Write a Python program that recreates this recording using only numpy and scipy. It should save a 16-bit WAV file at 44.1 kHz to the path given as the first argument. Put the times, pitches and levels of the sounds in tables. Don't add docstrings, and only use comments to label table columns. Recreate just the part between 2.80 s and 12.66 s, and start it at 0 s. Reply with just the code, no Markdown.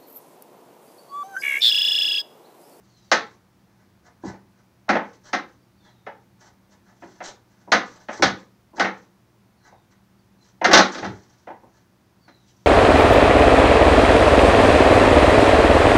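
import sys
import numpy as np
from scipy import signal
from scipy.fft import rfft, irfft
from scipy.io import wavfile
from scipy.ndimage import uniform_filter1d

SR = 44100
rng = np.random.default_rng(int(sys.argv[2]) if len(sys.argv) > 2 else 0)


def unload_audio(sound):
    columns = np.transpose(np.atleast_2d(sound))
    steps = np.round(np.clip(columns, -1, 1) * 32767)
    wavfile.write(sys.argv[1], SR, steps.astype(np.int16))


N = 434826
RING_TIME_S = np.arange(int(.8 * SR)) / SR

# frequency_hz, gain_db
AIR_COLOUR = [(20, -27.5), (45, -20), (90, -7.5), (125, -8.5), (150, -12), (188, -2.5), (225, -11.5),
              (345, -14), (420, -20), (900, -20.5), (1250, -23.5), (2060, -28), (3000, -32.5), (5800, -34),
              (8000, -40), (15500, -40)]
# pitch_hz, level_db
HUM_TONES = [(59.5, -78.5), (119, -66), (193.8, -69.5), (349.9, -75.5)]
# frequency_hz, fade_s
ECHO_FADES = [(100, 0.24), (260, 0.37), (700, 0.3), (1800, .27), (5000, 0.24), (12000, 0.13)]
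# start_s, length_s, start_pitch_hz, level_db
BIRD_WHISTLES = [(.07, .25, 4580, -62), (0.162, 0.31, 5140, -64.5), (2.78, 0.085, 4840, -70),
                 (2.956, 0.34, 4640, -65.5), (2.991, 0.12, 3650, -58.5), (6.751, 0.31, 4520, -67),
                 (7.376, .06, 4500, -67), (7.581, 0.085, 4220, -62.5), (9.394, 0.28, 4700, -59.5)]
# peak_s, half_length_s, hiss_db, pressure (0 to 1)
SHOE_SLIDES = [(.2, 0.3, -66, 0), (.97, 0.16, -76.5, .9), (1.262, 0.061, -65, .85),
               (1.464, 0.057, -47.5, .7), (1.79, 0.086, -75, .7), (2.463, 0.062, -52.5, 0.42),
               (3.06, 0.066, -64, 0.75), (3.635, 0.065, -54, 0.43), (3.915, 0.029, -57.5, 0.42),
               (4.074, 0.055, -64.5, .95), (4.3, 0.21, -59.5, 0.41), (4.454, 0.047, -36, 0.26),
               (4.77, 0.17, -66.5, 0.49), (5.17, 0.17, -57.5, .4), (5.345, 0.065, -43, 0.51),
               (5.968, 0.023, -45, 0.93), (6.858, 0.077, -62.5, 0.88), (7.112, 0.014, -61, 0.55),
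               (7.653, .09, -61.5, 0.23), (8.2, 0.25, -55.5, .85), (8.47, 0.3, -64, 0.27),
               (8.956, 0.088, -65, 0.39), (9.75, 0.36, -65.5, 0.02)]
# frequency_hz, gain_db
GRIT_COLOUR = [(1000, -16), (2050, -2), (2700, -6), (4300, 0), (6100, 0), (7500, -11), (9000, -25),
               (11000, -43), (15500, -53)]
# frequency_hz, gain_db
RUB_COLOUR = [(100, -24), (300, 1), (900, 2.5), (1400, 1.5), (2100, 0), (2700, -31.5), (7000, -36.5),
              (11000, -50.5)]
# start_s, length_s, boom_db, hollow_ring_db
RIDER_LANDINGS = [(1.426, 0.14, -45, -36), (2.095, 0.14, -56.5, -36.5), (4.913, .1, -50.5, -49.5),
                  (5.389, 0.19, -40, -27), (6.0, 0.092, -50, -29.5), (7.88, 0.21, -44, -19.5),
                  (8.2, 0.21, -42.5, -34)]
# frequency_hz, gain_db
FLOOR_COLOUR = [(25, -26.5), (50, -19.5), (75, -6.5), (115, 1.5), (160, -8.5), (260, -21), (1000, -69)]
# start_s, strength_db, contact_ms, rider_weight_db
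BOARD_BLOWS = [(0.3143, -17, 0.27, -2.5), (1.434, -39, 1.95, 13.5), (1.531, -48, 0.95, -10),
               (2.081, -33, 1.23, -9), (2.09, -20, 0.43, 3), (2.122, -30.5, 1.4, 5.5),
               (2.151, -20.5, 0.74, -1), (2.53, -24.5, 0.35, 0.5), (3.264, -36.5, 0.72, -1),
               (4.22, -46.5, 0.71, 9), (4.403, -36, 0.76, -4), (4.873, -40, 1.95, 1),
               (4.918, -15, 0.29, -5.5), (5.284, -32.5, 0.64, 0.5), (5.393, -37, 2.1, 12.5),
               (5.422, -16.5, 0.27, 3.5), (5.93, -51, 1.65, 6), (5.979, -35.5, .85, 5),
               (5.996, -20.5, 0.34, -0.5), (6.044, -27, 0.51, 2.5), (6.921, -49, 1.5, -7),
               (7.813, -24.5, 0.93, -1), (7.843, -17, 0.31, -2.5), (7.879, -27.5, 0.56, 14.5),
               (7.911, -20, 0.35, 1), (7.931, -12, .1, 0.5), (7.95, -19, 0.32, 3.5), (7.972, -17.5, .15, 6),
               (7.989, -15.5, 0.52, -1), (8.145, -40, 0.25, 7.5), (8.18, -42.5, 0.22, 11.5),
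               (8.225, -33, 0.66, 4), (8.244, -37.5, 0.33, 10.5), (8.32, -43, 3.5, 6),
               (8.67, -38.5, .95, -2), (8.7, -43, 0.95, 6), (8.83, -43.5, 2.2, -4.5),
               (9.478, -55.5, 0.38, 7.5)]
# pitch_hz, gain_db, fade_s
BOARD_TONES = [(262, -9, .15), (331, -4, .18), (365, -8, .12), (515, -3, .2), (560, -2, .22),
               (612, -1, .15), (666, -1, .18), (725, 0, .16), (883, -2, .2), (950, -4, .15),
               (1035, -4, .18), (1297, -2, .2), (1507, -1, .2), (1660, -4, .2), (1746, -5, .2),
               (1857, -4, .22), (1966, -5, .22), (2067, -3, .22), (3535, -14, .15), (4097, -12, .18),
               (5623, -15, .15), (6050, -16, .15)]
# frequency_hz, gain_db
WOOD_COLOUR = [(40, -48), (145, -20.5), (190, -9.5), (320, -4), (420, -1.5), (600, -3), (1030, 5),
               (1300, 0.5), (2000, -6), (2650, -6), (4000, 2), (6200, -5.5), (7500, -26), (10000, -43),
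               (15500, -53)]
# centre_hz, gain_db, weight_share (0 to 1)
BLOW_BANDS = [(250, -6, 0.99), (630, 2.5, 0.2), (1620, 3.5, 0), (4200, 1, 0.2)]
BAND_EDGES = (400, 1000, 2400)


def gain(db):
    return 10 ** (np.asarray(db) / 20)


def level(x, db, first=None):
    return x * gain(db) / np.sqrt(np.mean(x[:first] ** 2))


def fade(fade_s):
    return np.exp(-np.log(1000) * RING_TIME_S / fade_s)


def look_up(table, hz):
    row_hz, value = np.transpose(table)
    return np.interp(np.log(np.maximum(hz, 1)), np.log(row_hz), value)


def colour(x, table, size=2048):
    gains = gain(look_up(table, np.fft.rfftfreq(size, 1 / SR)))
    cepstrum = irfft(np.log(gains))
    cepstrum[1:size // 2] *= 2
    cepstrum[size // 2 + 1:] = 0
    return signal.fftconvolve(x, irfft(np.exp(rfft(cepstrum))))[:len(x)]


def split(x, edges_hz, order):
    bands = []
    for hz in edges_hz:
        bands.append(signal.sosfilt(signal.butter(order, hz, "low", fs=SR, output="sos"), x))
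        x = signal.sosfilt(signal.butter(order, hz, "high", fs=SR, output="sos"), x)
    return bands + [x]


def add(track, start_s, sound):
    start = max(int(start_s * SR), 0)
    track[start:start + len(sound)] += sound[:max(N - start, 0)]


def wander(count, smooth_samples):
    return level(uniform_filter1d(rng.standard_normal(count), smooth_samples), 0)


def outdoor_air(level_db=-60):
    return level(colour(rng.standard_normal(N), AIR_COLOUR), level_db)


def appliance_hum(waver=0.13, smooth_samples=8192):
    out, t = np.zeros(N), np.arange(N) / SR
    for hz, db in HUM_TONES:
        drift = level(uniform_filter1d(wander(N, smooth_samples), smooth_samples), 0)
        out += level(np.sin(2 * np.pi * hz * t + drift) * (1 + waver * drift), db)
    return out


def bird(drop_share=.27, drop_s=.16, quaver=0.018, flutter_db=4.5):
    out = np.zeros(N)
    for start_s, length_s, start_hz, db in BIRD_WHISTLES:
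        progress = np.linspace(0, 1, int(length_s * SR))
        wobble = wander(len(RING_TIME_S), smooth_samples=160)[:len(progress)]
        sag = drop_share * (1 - np.exp(-progress * length_s / drop_s))
        hz = start_hz * (1 - sag) * (1 + quaver * wobble)
        loudness = np.sqrt(progress) * (1 - progress) * gain(flutter_db * wobble)
        add(out, start_s, level(np.sin(2 * np.pi * np.cumsum(hz) / SR) * loudness, db))
    return out


def garage_echoes(spots, early_s=.022, early_db=1.5, alike=0.58, shade=.25):
    edges_hz = 125 * 2. ** np.arange(7)
    centres_hz = np.append(edges_hz, 2 * edges_hz[-1]) / np.sqrt(2)
    shared = alike * rng.standard_normal(len(RING_TIME_S))
    echoes = shared + rng.standard_normal((spots, len(RING_TIME_S)))
    echoes *= 1 - shade * np.exp(-RING_TIME_S / 0.0045)
    bands = split(echoes, edges_hz, order=3)
    tail = sum(band * fade(look_up(ECHO_FADES, hz)) for band, hz in zip(bands, centres_hz))
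    tail *= gain(early_db * (RING_TIME_S < early_s))
    return tail / np.sqrt(np.sum(tail ** 2, axis=1, keepdims=True))


def settling_slides(delay_s=.17, half_s=0.09, relative_db=-45, pressure=0.34):
    return [(start_s + delay_s, half_s, db + relative_db, pressure) for start_s, db, *_ in BOARD_BLOWS]


def scuffs(grains_per_s=4000, spread_db=4, catch_db=5.5, rub_over_hiss_db=15):
    grains = (rng.random(N) < grains_per_s / SR) * rng.standard_normal(N)
    grains *= gain(spread_db * rng.standard_normal(N))
    grains *= gain(catch_db * wander(N, smooth_samples=300))
    hiss, rub = colour(grains, GRIT_COLOUR), colour(grains, RUB_COLOUR)
    out, t = np.zeros(N), np.arange(N) / SR
    for peak_s, half_s, db, pressure in SHOE_SLIDES + settling_slides():
        near = np.abs(t - peak_s) < half_s
        swell = np.cos(np.pi / 2 * (t[near] - peak_s) / half_s) ** 2
        out[near] += swell * (level(hiss[near], db) + pressure * level(rub[near], db + rub_over_hiss_db))
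    return out


def landings(hollow_hz=193, hollow_fade_s=0.39):
    out = np.zeros(N)
    for start_s, length_s, boom_db, ring_db in RIDER_LANDINGS:
        push = np.sin(np.linspace(0, np.pi, int(length_s * SR)))
        boom = colour(rng.standard_normal(len(RING_TIME_S)), FLOOR_COLOUR)[-len(push):]
        add(out, start_s, level(boom * push, boom_db))
        swell = signal.fftconvolve(push[::2] ** 2, fade(hollow_fade_s))[:len(RING_TIME_S)]
        tone = np.sin(2 * np.pi * (hollow_hz * RING_TIME_S + rng.random()))
        add(out, start_s, gain(ring_db) * swell / swell.max() * tone)
    return out


def band_levels(strength_db, contact_ms, weight_db, steepness=2.8):
    hz, hard_db, weight_share = np.transpose(BLOW_BANDS)
    cycles_in_contact = hz * contact_ms / 1000
    dulling_db = 10 * np.log10(1 + cycles_in_contact ** (2 * steepness))
    return strength_db + hard_db + weight_share * weight_db - dulling_db


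def skateboard(ring_db=-10, ring_rise_s=0.0027, detune=.003, bounce_gain=.35):
    hz, tone_db, fades_s = np.transpose(BOARD_TONES)
    ring_shapes = gain(tone_db)[:, None] * np.array([fade(s) for s in fades_s])
    ring_shapes *= 1 - np.exp(-RING_TIME_S / ring_rise_s)
    cracks = garage_echoes(spots=len(BOARD_BLOWS))
    chances = rng.standard_normal((len(BOARD_BLOWS), 3, len(hz)))
    bounce_lags = (SR * rng.uniform(.002, .005, len(BOARD_BLOWS))).astype(int)
    blows = []
    for crack, lag, (bend, place, phase) in zip(cracks, bounce_lags, chances):
        crack = crack + bounce_gain * np.pad(crack, (lag, 0))[:-lag]
        bent_hz = hz * (1 + detune * bend)
        tones = np.sin(2 * np.pi * (np.outer(bent_hz, RING_TIME_S) + phase[:, None]))
        ring = gain(2 * place) @ (ring_shapes * tones)
        blows.append(level(colour(crack, WOOD_COLOUR), 0) + level(ring, ring_db))
    out = np.zeros(N)
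    for (start_s, *contact), *bands in zip(BOARD_BLOWS, *split(np.array(blows), BAND_EDGES, order=7)):
        for band, db in zip(bands, band_levels(*contact)):
            add(out, start_s, level(band, db, first=1300))
    return out


def scene(bird_db=-5):
    echoed = signal.fftconvolve(scuffs() + gain(bird_db) * bird(), garage_echoes(spots=1)[0])[:N]
    return (skateboard() + landings() + echoed + outdoor_air() + appliance_hum())[None]


def record(dry, ceiling=.89, distortion_top_hz=6800, top_hz=15700):
    excess = dry - np.clip(dry, -ceiling, ceiling)
    dulled = signal.sosfiltfilt(signal.butter(4, distortion_top_hz, fs=SR, output="sos"), excess)
    treble_cut = signal.ellip(10, .2, 70, top_hz, fs=SR, output="sos")
    return signal.sosfilt(treble_cut, np.clip(dry - dulled, -1, 1))


dry = scene()
out = record(dry)
unload_audio(out)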